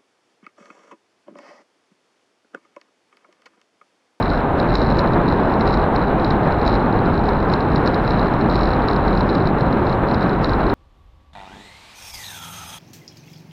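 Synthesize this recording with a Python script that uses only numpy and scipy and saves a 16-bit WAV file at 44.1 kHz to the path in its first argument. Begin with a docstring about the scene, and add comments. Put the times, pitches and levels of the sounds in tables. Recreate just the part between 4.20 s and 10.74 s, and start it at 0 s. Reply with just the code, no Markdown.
"""Cycling through a road tunnel

One camera microphone on a moving bicycle. Farther off, tyres and engines merge into an echoing roar.
Headwind rumbles right on the microphone, and one strong eddy thumps it about halfway through.
Close up, the road shakes the camera mount at its own low resonance, and the loose plastic housing
chafes, ticks at the ends of the swing and knocks at bumps."""
import sys
import numpy as np
from scipy import signal
from scipy.fft import rfft, irfft
from scipy.io import wavfile
from scipy.ndimage import uniform_filter1d, map_coordinates

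SR = 44100
rng = np.random.default_rng(int(sys.argv[2]) if len(sys.argv) > 2 else 0)


def transcribe(u):
    """Save the signal u as a 16-bit wav file named by the first command-line argument.

    u: samples, shape (n,) or (channels, n), limited to [-1, 1]; the rate is SR.
    q: integer samples, one column per channel.
    """
    v = np.clip(np.atleast_2d(u).T, -1, 1)
    q = np.round(v * 32767).astype(np.int16)
    wavfile.write(sys.argv[1], SR, q)


N = 288414
TIME = np.arange(N) / SR
MOUNT_HZ = 45.85  # the mount's own resonance

# Table levels are relative; each source sets its own gain.
# roar of the traffic down the tunnel: (time [s], level [dB])
ROAR_LEVEL = [(0, -25), (1.4, -24.5), (2.7, -25), (4.7, -24.5), (5.75, -25.5), (6.54, -25)]
# its colour: (frequency [Hz], level [dB])
ROAR_COLOUR = [(60, -1.5), (200, -8.5), (410, -1), (520, 0), (850, -4.5), (1050, -3.5), (1250, -6.5),
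               (1600, -10), (2000, -18.5), (2500, -24), (3300, -32.5), (4100, -30.5), (4500, -45.5),
               (6000, -58)]
# hollow note of the cars' tyre treads: (time [s], level [dB])
TREAD_LEVEL = [(0, -24), (1.05, -24.2), (1.35, -20.5), (1.8, -21.5), (2.1, -22.5), (2.6, -22), (3.25, -23),
               (3.7, -24.5), (4.5, -24), (6.54, -24.5)]
# its colour: (frequency [Hz], level [dB])
TREAD_COLOUR = [(400, -30.5), (650, -8), (800, -3), (930, -5), (1150, -20), (2000, -50), (5000, -87.5)]
# headwind on the microphone, picking up and then steady: (time [s], level [dB])
WIND_LEVEL = [(0, -19), (.4, -18.5), (.65, -16.5), (6.54, -17)]
# its colour: (frequency [Hz], level [dB])
WIND_COLOUR = [(8, -23.5), (20, -9.5), (60, -6.5), (85, -4.5), (130, -0.5), (200, 0), (300, -3),
               (420, -6.5), (520, -21), (1000, -33), (3000, -75)]
# gusts and slack moments: (time [s], level change [dB])
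WIND_GUSTS = [(.95, 1), (2.85, 2), (3.4, -1.5), (3.82, 0), (4.049, 1), (4.42, -1), (5.22, 1.5), (5.7, -0.5),
              (6.5, 0.5)]
# rough asphalt under the bicycle: (start [s], length [s], swing [dB], chatter [dB])
ROUGH_PATCHES = [(0, 0.2, -26, -33), (0.476, 0.26, -22, -29), (0.733, 0.11, -26, -37.5),
                 (1.06, 0.26, -33, -35), (1.438, 0.19, -20, -33), (1.775, 0.12, -32, -33.5),
                 (2.032, 0.12, -28, -36), (2.27, 0.15, -34, -41), (2.432, 0.13, -23, -29.5),
                 (2.578, 0.029, -35, -34), (2.961, 0.27, -25, -37), (3.515, 0.37, -28, -38),
                 (3.872, 0.2, -24, -32.5), (4.288, 0.23, -19, -28), (4.703, 0.31, -22.5, -39),
                 (5.068, 0.23, -39, -33.5), (5.863, 0.35, -38, -36), (6.255, 0.22, -23.5, -36)]
# very smooth asphalt that quiets the housing, only where end follows start: (start [s], end [s])
SMOOTH_STRETCHES = [(.215, 0.37), (.96, 0.81), (1.67, 2), (2.179, 2.2), (5.29, 5.38), (5.56, 5.4),
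                    (5.75, 6.4)]
# road rumble through the frame: (frequency [Hz], level [dB])
ROAD_COLOUR = [(8, -32.5), (20, -4.5), (45, -1.5), (70, 1.5), (100, -2), (160, -15), (600, -65.5)]
# the housing chafing in its seat: (frequency [Hz], level [dB])
CHAFE_COLOUR = [(2500, -30.5), (3600, -10), (4080, 3), (4450, -6), (5350, -5), (5900, -24), (7000, -23.5),
                (8000, -37.5), (15000, -41)]
# ring of the plastic housing: (frequency [Hz], level [dB])
RING_COLOUR = [(300, -30), (1800, -6), (2500, -11.5), (3300, -25), (3570, -13), (3870, 3), (4085, 6),
               (4270, -3.5), (4650, -9.5), (4950, -15.5), (5450, -13.5), (5900, -38.5), (6900, -32),
               (8000, -52), (9000, -56.5)]
# knocks of the housing at bumps in the road: (time [s], peak level [dB])
BUMPS = [(0.0268, -21), (0.0580, -27), (0.1023, -24), (0.148, -30), (0.1767, -30), (0.4003, -21.5),
         (0.4292, -31), (0.5545, -14.5), (0.584, -27), (0.618, -22.5), (0.6275, -26), (0.6626, -29),
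         (0.7029, -28), (0.7238, -29), (0.7698, -29), (0.7924, -15.5), (0.875, -28.5), (0.935, -26),
         (1.087, -24), (1.1245, -27), (1.3393, -28), (1.41, -21.5), (1.4764, -20), (1.5077, -28),
         (1.5297, -27), (1.5408, -20.5), (1.573, -26.5), (1.7618, -21.5), (1.998, -29), (2.047, -20.5),
         (2.0775, -34), (2.1087, -21.5), (2.3233, -28.5), (2.4156, -28), (2.463, -25), (2.478, -16.5),
         (2.4965, -27), (2.5411, -25), (2.5537, -26), (2.727, -30.5), (2.859, -30.5), (2.9414, -29.5),
         (2.9780, -27.5), (3.056, -30.5), (3.0896, -21), (3.3, -25.5), (3.3380, -16), (3.4066, -24.5),
         (3.5187, -32), (3.56, -20.5), (3.58, -29.5), (3.6612, -26.5), (3.6758, -17), (3.7444, -21),
         (3.849, -31), (3.878, -23.5), (3.9075, -21), (3.995, -23.5), (4.138, -29), (4.2125, -27),
         (4.2996, -24.5), (4.3136, -26), (4.3453, -27), (4.3568, -19), (4.3914, -25), (4.4114, -26),
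         (4.4331, -20.5), (4.456, -24), (4.4897, -28), (4.535, -25.5), (4.5658, -35), (4.6206, -29.5),
         (4.6856, -17), (4.7122, -24.5), (4.7328, -26), (4.7643, -25), (4.881, -24.5), (4.9297, -28.5),
         (4.975, -24.5), (5.0088, -22), (5.092, -25), (5.0992, -25), (5.1527, -22), (5.1825, -30),
         (5.273, -23.5), (5.4089, -25.5), (5.5278, -25.5), (5.6683, -27), (5.6970, -27.5), (5.728, -25.5),
         (5.8865, -27), (5.9131, -26), (5.9457, -22), (6.0097, -26.5), (6.0288, -24), (6.0954, -27.5),
         (6.2450, -15), (6.2582, -28), (6.2944, -22), (6.3345, -24.5), (6.4066, -29.5), (6.499, -24)]
# the microphone's own hiss: (frequency [Hz], level [dB])
HISS_COLOUR = [(1000, 24.5), (8000, -14), (15500, -13.5)]


def gain_of(db):
    """Decibels to a factor."""
    return 10 ** (np.asarray(db) / 20)


def unit_rms(x):
    """Scales to an rms of one."""
    return x / np.sqrt(np.mean(x ** 2) + 1e-20)


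def follow(curve):
    """A curve's value at every sample."""
    return np.interp(TIME, *np.transpose(curve))


def noise(colour):
    """Steady noise of the given colour."""
    hz, db = np.transpose(colour)
    bins_db = np.interp(np.log(np.fft.rfftfreq(N, 1 / SR) + 1), np.log(hz), db)
    return unit_rms(irfft(rfft(rng.standard_normal(N)) * gain_of(bins_db), N))


def wander(rate_hz):
    """Smooth random drift that changes up to about rate_hz times a second."""
    lowpass = np.exp(-(np.fft.rfftfreq(N, 1 / SR) / rate_hz) ** 2)
    return unit_rms(irfft(rfft(rng.standard_normal(N)) * lowpass, N))


def traffic_roar(level_db=4.0, flutter_db=0.92):
    """Tyres and engines farther off, smeared by the tunnel walls into an even roar."""
    return gain_of(level_db + follow(ROAR_LEVEL) + flutter_db * wander(23)) * noise(ROAR_COLOUR)


def tyre_treads(level_db=-4, swell=1.4):
    """Tread noise swells and fades as the cars shift along the tunnel."""
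    db = follow(TREAD_LEVEL)
    return gain_of(level_db + db.mean() + swell * (db - db.mean())) * noise(TREAD_COLOUR)


def headwind(level_db=-2.5, eddy_db=0.7, gust_half_s=0.09):
    """Eddies press right on the microphone, harder in the gusts."""
    gust_db = sum(db * np.exp(-((TIME - s) / gust_half_s) ** 2) for s, db in WIND_GUSTS)
    return gain_of(level_db + follow(WIND_LEVEL) + gust_db + eddy_db * wander(37)) * noise(WIND_COLOUR)


def over_patches(between_db, peaks_db, rise_s=0.012, fade_s=0.016):
    """A level in dB that rests at between_db, builds on each rough patch and dies away after it."""
    amplitude = gain_of(between_db)
    for (start, length, *_), db in zip(ROUGH_PATCHES, peaks_db):
        rise = np.clip((TIME - start) / rise_s, 0, 1)
        fade = np.exp(-np.maximum(TIME - start - length, 0) / fade_s)
        amplitude = np.hypot(amplitude, gain_of(db) * rise * fade)
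    return 20 * np.log10(amplitude)


def shaking(rest_swing_db=-33.5, rest_chatter_db=-37.5, lull_db=-14.5):
    """The mount's swing and the housing's chatter in dB: a little all the time, more on rough asphalt."""
    _, _, swings_db, chatters_db = np.transpose(ROUGH_PATCHES)
    uneven_db = wander(8.5)
    on_smooth = sum(1. * ((TIME > start) & (TIME < end)) for start, end in SMOOTH_STRETCHES)
    lull = uniform_filter1d(on_smooth, size=800)
    swing_db = over_patches(rest_swing_db + uneven_db, swings_db)
    chatter_db = over_patches(rest_chatter_db + lull_db * lull + uneven_db, chatters_db)
    return swing_db, chatter_db


def road_rumble(swing_db, level_db=-30.5, growth=0.1, usual_db=-28):
    """The asphalt that swings the mount also rumbles up through the frame to the microphone."""
    return gain_of(level_db + growth * (swing_db - usual_db)) * noise(ROAD_COLOUR)


def mount_throb(swing_db, cycles, level_db=-2.0, growth=0.97, wide_db=-23):
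    """The camera nods on its mount: a low, nearly pure throb that stands out when the swing is wide."""
    throb_db = level_db + wide_db + growth * (swing_db - wide_db)
    return gain_of(throb_db) * np.sqrt(2) * np.sin(2 * np.pi * cycles)


def housing_chafe(chatter_db, level_db=-26, knock_db=-25.0, hiss_s=0.013, grain_db=4):
    """Close up, the housing chafes as it chatters; a brief scratchy hiss surrounds each knock."""
    knock_hiss = sum(gain_of(db) * np.exp(-abs(TIME - s) / hiss_s) for s, db in BUMPS)
    envelope = np.hypot(gain_of(level_db + chatter_db), gain_of(knock_db) * knock_hiss)
    grain = unit_rms(gain_of(grain_db * wander(300)))
    return envelope * grain * noise(CHAFE_COLOUR)


def housing_ring(tilt_db, size=1024):
    """The housing's short ring, peak one, tilted by tilt_db an octave above its main resonance."""
    hz, db = np.transpose(RING_COLOUR)
    bins_hz = np.fft.rfftfreq(size, 1 / SR) + 1
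    octaves_above = np.log2(np.maximum(bins_hz / hz[db.argmax()], 1))
    bins_db = np.interp(np.log(bins_hz), np.log(hz), db) + tilt_db * octaves_above
    # a resonance rings only after the blow: minimum phase
    cepstrum = irfft(np.log(gain_of(bins_db)))
    cepstrum[1:size // 2] *= 2
    cepstrum[size // 2 + 1:] = 0
    ring = irfft(np.exp(rfft(cepstrum)))
    return ring / abs(ring).max()


def housing_ticks(times, levels_db, contact_s, scrape, hard_db=-19, dulling=1.76, detune=0.0076):
    """Brief, slightly scraping blows ring the housing; the softer the blow, the rounder its tick."""
    ticks = np.zeros(N)
    window = signal.windows.hann(max(int(contact_s * SR), 5))
    for s, db in zip(times, levels_db):
        contact = scrape * unit_rms(window * rng.standard_normal(len(window))) / np.sqrt(len(window))
        contact[len(window) // 2] += 1  # the blow itself
        tilt_db = dulling * np.clip(db - hard_db, -20, 0)
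        tick = np.convolve(contact, housing_ring(tilt_db))
        pitch = 1 + detune * rng.standard_normal()  # no two ring quite alike
        tick = map_coordinates(tick, [np.arange(len(tick)) * pitch])
        start = max(round((s - contact_s / 2) * SR), 0)
        span = ticks[start:start + len(tick)]
        span += gain_of(db) * tick[:len(span)] / abs(tick).max()
    return ticks


def housing_rattle(chatter_db, cycles, level_db=1.1, scatter_db=3.0, slop_s=0.0015,
                   free_play_db=-38, onset_db=3.5, hardest_db=-26):
    """The housing taps its stop at the ends of a swing: now and then, or buzzing past its free play."""
    ends = np.flatnonzero(np.diff(np.floor(2 * cycles)))
    force, lateness = rng.standard_normal((len(ends), 2)).T
    times = ends / SR + lateness * slop_s
    tap_db = np.minimum(level_db + chatter_db[ends] + scatter_db * force, hardest_db)
    tap_chance = 1 / (1 + np.exp((free_play_db - chatter_db[ends]) / onset_db))
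    # a hard knock takes the place of the tap in its half swing
    to_knock_s = abs(times[:, None] - np.transpose(BUMPS)[0]).min(1)
    touches = (to_knock_s > .3 / MOUNT_HZ) & (rng.random(len(ends)) < tap_chance)
    return housing_ticks(times[touches], tap_db[touches], contact_s=.0014, scrape=0.35)


def housing_knocks(level_db=2.0, graze_db=-13):
    """At a bump the housing grazes its stop, then hits it."""
    times, db = np.transpose(BUMPS)
    lead_s = rng.uniform(.0012, .0035, len(times))
    hits = housing_ticks(times, db + level_db, contact_s=0.0013, scrape=0.21)
    grazes = housing_ticks(times - lead_s, db + level_db + graze_db, contact_s=0.0018, scrape=0.44)
    return hits + grazes


def eddy_thump(at_s=3.5468, level_db=-5.0, width_s=0.001):
    """One strong eddy from a car alongside thumps the microphone: a suck, then a push."""
    offset = (TIME - at_s) / width_s
    return gain_of(level_db) * offset * np.exp((1 - offset ** 2) / 2)


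def scene():
    """Heard from the bicycle, in mono: the shaking camera close up, wind, and the tunnel beyond."""
    swing_db, chatter_db = shaking()
    cycles = np.cumsum(MOUNT_HZ * (1 + .035 * wander(6.5))) / SR
    rumble = road_rumble(swing_db) + mount_throb(swing_db, cycles)
    housing = housing_rattle(chatter_db, cycles) + housing_knocks() + housing_chafe(chatter_db)
    tunnel = traffic_roar() + tyre_treads()
    wind = headwind() + eddy_thump()
    return (tunnel + wind + rumble + housing)[None]


def record(dry, hiss_db=-65, edge_hz=15720):
    """The camera's microphone adds faint hiss and loses the treble above edge_hz."""
    heard = dry + gain_of(hiss_db) * noise(HISS_COLOUR)
    lowpass = signal.firwin(511, edge_hz, window=("kaiser", 9), fs=SR)
    return signal.oaconvolve(heard, lowpass[None], "same")


dry = scene()
out = record(dry)
transcribe(out)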